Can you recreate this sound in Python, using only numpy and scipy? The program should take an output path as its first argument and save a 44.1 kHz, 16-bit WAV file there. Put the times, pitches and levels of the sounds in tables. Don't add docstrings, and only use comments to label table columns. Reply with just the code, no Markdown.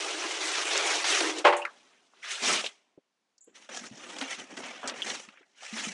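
import sys
import numpy as np
from scipy import signal
from scipy.fft import rfft, irfft, next_fast_len
from scipy.io import wavfile

SR = 44100
rng = np.random.default_rng(int(sys.argv[2]) if len(sys.argv) > 2 else 0)


def unload_audio(sound):
    columns = np.transpose(np.atleast_2d(sound))
    steps = np.round(np.clip(columns, -1, 1) * 32767)
    wavfile.write(sys.argv[1], SR, steps.astype(np.int16))


N = 261513

# (time [s], level [dB], time to fade by 60 dB [s])
CLOD_HITS = [(1.443, -21.5, 0.21), (1.449, -9, 0.11), (1.466, -11.5, 0.15), (1.524, -21, 0.16),
             (1.565, -35, 0.34)]


def undb(db):
    return 10 ** (np.asarray(db) / 20)


def unit(x):
    return x / np.sqrt(np.mean(x ** 2))


def add(out, s, sound):
    i = int(s * SR)
    out[i:i + len(sound)] += sound[:N - i]


def band(x, lo_hz, hi_hz, order=2):
    edges = [lo_hz, min(hi_hz, SR / 2 - SR / 20)]
    return signal.sosfilt(signal.butter(order, edges, "band", fs=SR, output="sos"), x)


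def colour(x, points, size=4096):
    hz, db = np.transpose(points)
    log_gain = np.log(undb(np.interp(np.log(np.fft.rfftfreq(size, 1 / SR) + 1), np.log(hz), db)))
    cepstrum = irfft(log_gain)[:size // 2]
    cepstrum[1:] *= 2
    return signal.fftconvolve(x, irfft(np.exp(rfft(cepstrum, size))))[:len(x)]


def wander(rate, size=N):
    knots = rng.standard_normal(size // 50)
    return np.sqrt(3 / 2) * np.interp(np.arange(size) / SR * rate, np.arange(len(knots)), knots)


def slips(per_s, spread_db, grit_s):
    strength = undb(spread_db * np.minimum(rng.exponential(size=N), 4.5))
    clicks = (rng.random(N) < per_s / SR) * strength * rng.choice([-1, 1], N)
    energy = signal.lfilter([1], [1, -np.exp(-1 / (grit_s * SR))], clicks ** 2)
    return unit(clicks) + .8 * unit(np.sqrt(energy) * rng.standard_normal(N))


def shifting(x, rate, patchy_db):
    size = next_fast_len(N)
    spectrum = rfft(x, size)
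    half_octave = 2 * np.log2(np.fft.rfftfreq(size, 1 / SR).clip(256, 11585))
    bands = (irfft(spectrum * np.maximum(1 - abs(half_octave - k), 0), size)[:N] for k in range(16, 28))
    return sum(part * undb(patchy_db * wander(rate)) for part in bands)


def cracks(per_s, spread_db, cycles):
    out, t = np.zeros(N), np.arange(SR // 50) / SR
    for when, pitch, size, phase in rng.random((int(per_s * N / SR), 4)):
        hz = 1200 * 2 ** (2.9 * pitch)
        ping = np.sin(2 * np.pi * (hz * t + phase)) * np.exp(-t * hz / cycles) * np.sqrt(hz)
        strength = undb(spread_db * min(-np.log(1 - size), 3.5))
        add(out, when * N / SR, strength * ping)
    return unit(out)


def crinkle(per_s, spread_db, crack_db, bunch_db, patchy_db):
    rubbing = shifting(unit(slips(per_s, spread_db, grit_s=0.0036)), rate=45, patchy_db=patchy_db)
    breaks = undb(crack_db) * cracks(per_s=300, spread_db=1.5, cycles=32)
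    return undb(bunch_db * wander(120)) * (rubbing + breaks)


def rustle(strokes, plants, earth):
    t = np.arange(N) / SR
    power = np.zeros((4, N))
    for s, rise, hold, fade, db, body_db, fizz_db, earth_db in strokes:
        fall_db = -60 * np.clip((t - s - rise - hold) / fade, 0, 2) ** 1.258
        effort = np.clip((t - s) / rise, 0, 1) * undb(fall_db)
        gains = undb(db + np.array([body_db, 0, fizz_db, earth_db]))
        power += np.outer(gains ** 2, effort ** 2)
    body = unit(band(plants, 400, 1160, order=4))
    crackle = unit(band(plants, 1100, 3474, order=5))
    fizz = unit(band(plants, 3474, 11000, order=5))
    return np.sum(np.sqrt(power) * [body, crackle, fizz, earth], axis=0)


def green_leaves(earth):
    strokes = [(-0.01, 0.0093, 0.34, 0.57, -38, -4, -1.5, -10),
               (0.39, 0.029, .19, 0.42, -36, -5.5, 0.5, -13),
               (0.56, 0.18, 0.22, 0.43, -32, -4.5, -0.5, -13.5),
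               (1.025, 0.077, 0.044, 0.49, -28, -8, -0.5, -19),
               (1.195, 0.016, 0.089, .18, -35.5, -1.5, -2, -0.5),
               (1.325, .055, 0.0092, 0.11, -39.5, 0, -1, 3),
               (1.66, 0.016, 0.097, 1.64, -65.5, -3.5, -1, -6.5),
               (2.10, 0.1005, 0.043, 0.18, -63.5, -5.5, -2, -12),
               (2.218, 0.031, 0.073, .25, -42, -19, -5, -33.5),
               (2.27, 0.047, 0.0078, 0.46, -37.5, -14, 0, -40.5),
               (2.413, 0.026, 0.088, 0.24, -36, -6.5, -1, -3.5),
               (2.39, 0.1, 0.032, 0.32, -28.5, -7, 0, -30),
               (2.625, 0.031, 0.0064, .07, -42.5, -6, 2.5, -12), (2.70, 0.021, .1, .8, -80, 1, -6, -3)]
    # (pitch [Hz], relative level [dB])
    tone = [(180, -35.5), (300, -3), (412, 2.5), (458, -7), (701, -2), (1190, -8.5), (2080, -3), (3710, -4),
            (4650, -8), (5930, -5), (6590, -7.5), (9770, -17), (11200, -28), (14600, -64.5), (22000, -120)]
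    leaves = crinkle(per_s=5500, spread_db=1.5, crack_db=-10.5, bunch_db=0.76, patchy_db=1.8)
    return rustle(strokes, colour(leaves, tone), earth)


def crumbs():
    # (pitch [Hz], relative level [dB])
    tray_tone = [(30, -44.5), (110, -39), (190, -33.5), (250, -31.5), (310, 1), (400, -7.5), (480, -10),
                 (800, -57.5)]
    # (pitch [Hz], relative level [dB])
    loose_tone = [(30, -30.5), (70, -21.5), (115, -20), (170, -8.5), (230, 2.5), (300, 0), (390, 0.5),
                  (480, -10), (800, -54)]
    tumble = slips(per_s=1100, spread_db=1.8, grit_s=0.0031)
    loaded = np.arange(N) / SR < CLOD_HITS[-1][0]
    return np.where(loaded, unit(colour(tumble, tray_tone)), unit(colour(tumble, loose_tone)))


def garden_air(level_db):
    # (pitch [Hz], relative level [dB])
    tone = [(30, -28.5), (110, -12.5), (230, 0.5), (900, -2), (2500, -7), (6000, -9.5), (11000, -22)]
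    return undb(level_db + wander(4.2)) * unit(colour(rng.standard_normal(N), tone))


def bursts(table, rise_s, fringe_db):
    out, t = np.zeros(N), np.arange(SR // 4) / SR
    for s, db, hz, octaves, fade_s in table:
        noise = rng.standard_normal(2 * len(t))
        edge = 2 ** (octaves / 2)
        fade = (1 - np.exp(-t / rise_s)) * 1000 ** (-t / fade_s)
        core = unit(band(noise, hz / edge, hz * edge, order=3))
        fringe = unit(band(noise, hz / edge / 2, hz * edge * 2))
        puff = (core + undb(fringe_db) * fringe)[len(t):] * fade
        add(out, s, undb(db) * puff * np.linalg.norm(fade) / np.linalg.norm(puff))
    return out


def thuds():
    # (time [s], level [dB], pitch [Hz], width [octaves])
    knocks = [(0.25, -30, 348, 0.36), (1.268, -30, 397, 0.31), (1.505, -26.5, 340.5, 0.25),
              (2.975, -39, 337, 1.47), (3.474, -43.5, 380, 0.85), (3.81, -42.5, 227.4, 0.3),
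              (3.91, -39, 188, 0.77), (4.213, -30, 271, 0.13), (4.524, -40.5, 260, 0.57),
              (4.59, -43, 260, .22), (4.84, -38.5, 250, 0.16), (5.276, -47.5, 236, 0.74),
              (5.407, -51, 345, 0.63), (5.726, -33, 209, 0.25), (5.867, -34, 199, 0.35)]
    with_fades = [(s, db, hz, octaves, 35 / (hz * (1 + octaves))) for s, db, hz, octaves in knocks]
    return bursts(with_fades, rise_s=.004, fringe_db=-26)


def snaps():
    # (time [s], level [dB], pitch [Hz], width [octaves], fade [s])
    breaks = [(.7773, -8, 6450, 0.67, 0.0043), (1.0418, -25, 1900, 3, 0.15), (1.205, -22, 2210, 2.2, 0.036),
              (1.296, -27.5, 2000, 2.7, 0.037), (1.384, -32, 4500, 1.9, 0.075),
              (1.475, -49, 7400, 0.95, 0.24), (1.566, -39.5, 7700, 0.67, 0.14),
              (1.618, -32.5, 2730, 0.25, 0.073), (1.651, -23.5, 1670, 0.89, 0.054),
              (1.674, -41.5, 1336, 0.77, 0.11), (2.1358, -54.5, 974, 1.04, 0.047),
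              (2.229, -42.5, 2020, 0.33, 0.13), (2.640, -33.5, 627, 1, 0.062),
              (2.642, -29, 2870, 0.65, 0.048), (2.6635, -27, 3160, 0.82, 0.059),
              (3.380, -54.5, 5860, 0.69, 0.035), (3.444, -55, 8960, 0.62, 0.022),
              (4.185, -34.5, 2400, 3.5, 0.055), (4.2117, -28, 1960, 2.9, 0.039),
              (4.569, -40, 2170, 3.44, 0.07), (4.6335, -39.5, 1370, 2.9, 0.094),
              (4.831, -37, 855, 1.6, 0.13), (4.8748, -29.5, 5700, 1.1, 0.08),
              (4.896, -31, 2700, 2.2, 0.048), (5.020, -24, 3110, 0.28, 0.051),
              (5.0892, -35, 2780, 1.8, .015), (5.1018, -27, 3660, 0.57, 0.02),
              (5.287, -43.5, 1870, 1.9, .05), (5.372, -52, 1860, 1.2, 0.083),
              (5.430, -56.5, 1840, 0.7, .06), (5.624, -47, 750, 0.4, 0.1), (5.781, -33.5, 2800, 1.7, 0.063)]
    return band(bursts(breaks, rise_s=.0003, fringe_db=-16) + 1e-18, 200, 17000)


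def clod():
    # (pitch [Hz], relative level [dB])
    tone = [(40, -50), (170, -42.5), (250, -26.5), (340, 3), (600, 3.5), (950, 6.5), (1400, -1.5),
            (2000, -2.5), (2800, -4.5), (3900, -14), (5300, -22), (9000, -34), (11000, -44.5)]
    out, t = np.zeros(N), np.arange(SR // 2) / SR
    for s, db, fade_s in CLOD_HITS:
        crunch = unit(colour(rng.standard_normal(len(t)), tone))
        add(out, s, undb(db) * crunch * (1 - np.exp(-t / 0.002187)) * 1000 ** (-t / fade_s))
    return out


def tray_ring(s, boost_db, fade_s, smother_s, waver_db):
    # (pitch [Hz], relative level [dB])
    notes = [(349.9, -41.5), (430.7, -52), (495.3, -38.5), (581.4, -29.5), (699.8, -45.5), (732.1, -46.5),
             (769.8, -41), (834.4, -36), (899.0, -38.5), (931.3, -37), (1055, -47), (1098, -38),
             (1200, -52.5), (1276, -55), (1384, -58.5), (1486, -49), (1599, -48.5), (1787, -55),
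             (1836, -62), (1927, -54)]
    out, t = np.zeros(N), np.arange(SR // 2) / SR
    held = (1 - np.exp(-t / 0.0044)) * np.exp(-(t / smother_s) ** 10)
    for hz, db in notes:
        waver = waver_db * wander(40, size=len(t))
        fade = 1000 ** (-t / (fade_s * min(1, 1000 / hz)))
        note = np.sin(2 * np.pi * (hz * t + rng.random()))
        add(out, s, undb(db + boost_db + waver) * held * fade * note)
    return out


def bird():
    # (time [s], level [dB], pitch [Hz], width [octaves], fade [s])
    chirp = [(3.406, -55.5, 7250, 0.2, 0.31)]
    return bursts(chirp, rise_s=0.0022, fringe_db=-33.5)


def dry_roots(earth):
    strokes = [(3.465, 0.0087, 0.028, 0.29, -73.5, -1, -12, 5),
               (3.537, 0.02, 0.074, .22, -58, -8.5, -1, -11.5),
               (3.688, 0.0047, 0.015, 0.61, -47, -1, -4, -11), (3.71, 0.038, .015, 0.21, -46, -11, 3, -6.5),
               (3.815, 0.028, 0.018, 0.18, -48.5, -8, 0.5, -6),
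               (3.88, 0.23, .08, 0.22, -48, -3, -1.5, -4.5),
               (4.205, 0.0033, 0.016, 0.27, -39.5, -2.5, -4.5, -15),
               (4.24, 0.073, 0.021, 0.2, -40, -11.5, -3, -16), (4.37, 0.027, .005, 0.23, -47, -4, -2, -2.5),
               (4.47, 0.042, 0.022, 0.26, -52.5, -2, -4.5, -3.5),
               (4.562, 0.012, .025, 0.31, -47, -2.5, -2.5, -3),
               (4.62, 0.03, 0.019, 0.78, -43.5, -4.5, -7, -13),
               (4.825, 0.019, 0.056, 0.26, -44, 1, -13, -5.5),
               (4.93, 0.053, 0.0083, 0.15, -45, -3, -3, -5.5), (5.0, 0.08, 0.022, 0.37, -39, -5.5, 0, -9),
               (5.22, 0.029, .16, 0.13, -64, -6, -12.5, -13),
               (5.42, .05, 0.12, 0.32, -78, -2.5, -0.5, -3.5),
               (5.545, 0.058, .01, .2, -54.5, -17, -3.5, -25),
               (5.605, 0.044, .025, 0.31, -46, -11.5, -1, -32),
               (5.71, 0.069, 0.095, .3, -40, -9.5, 0.5, -11)]
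    # (pitch [Hz], relative level [dB])
    tone = [(240, -26), (400, -6.5), (478, -3.5), (526, -0.5), (571, -2.5), (803, -2), (1060, -6.5),
            (1150, -6.5), (1850, 1.5), (3770, -0.5), (4820, -3), (5750, 3.5), (7460, -2.5), (10500, -13.5),
            (13600, -61), (22000, -120)]
    roots = crinkle(per_s=4000, spread_db=2.0, crack_db=-8.5, bunch_db=1.7, patchy_db=2.0)
    return rustle(strokes, colour(roots, tone), earth)


def garden_echo(x, fade_s, echo_db):
    t = np.arange(SR // 2) / SR
    tail = rng.standard_normal(len(t)) * 1000 ** (-t / fade_s)
    return x + undb(echo_db) * signal.fftconvolve(x, tail / np.linalg.norm(tail))[:N]


def scene():
    earth = crumbs()
    ring = tray_ring(s=1.449, boost_db=13, fade_s=.48, smother_s=.23, waver_db=1.2)
    tray = band(clod() + ring + 1e-18, 160, 18000, order=1)
    direct = green_leaves(earth) + thuds() + snaps() + tray + bird() + dry_roots(earth)
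    sound = garden_echo(direct, fade_s=0.79, echo_db=-34) + garden_air(level_db=-83)
    return np.array([sound, sound])


def record(dry):
    bass_hz, top_hz = 60, 11200
    thinned = signal.sosfilt(signal.butter(1, bass_hz, "high", fs=SR, output="sos"), dry)
    return signal.sosfilt(signal.ellip(10, .2, 80, top_hz, fs=SR, output="sos"), thinned)


dry = scene()
out = record(dry)
unload_audio(out)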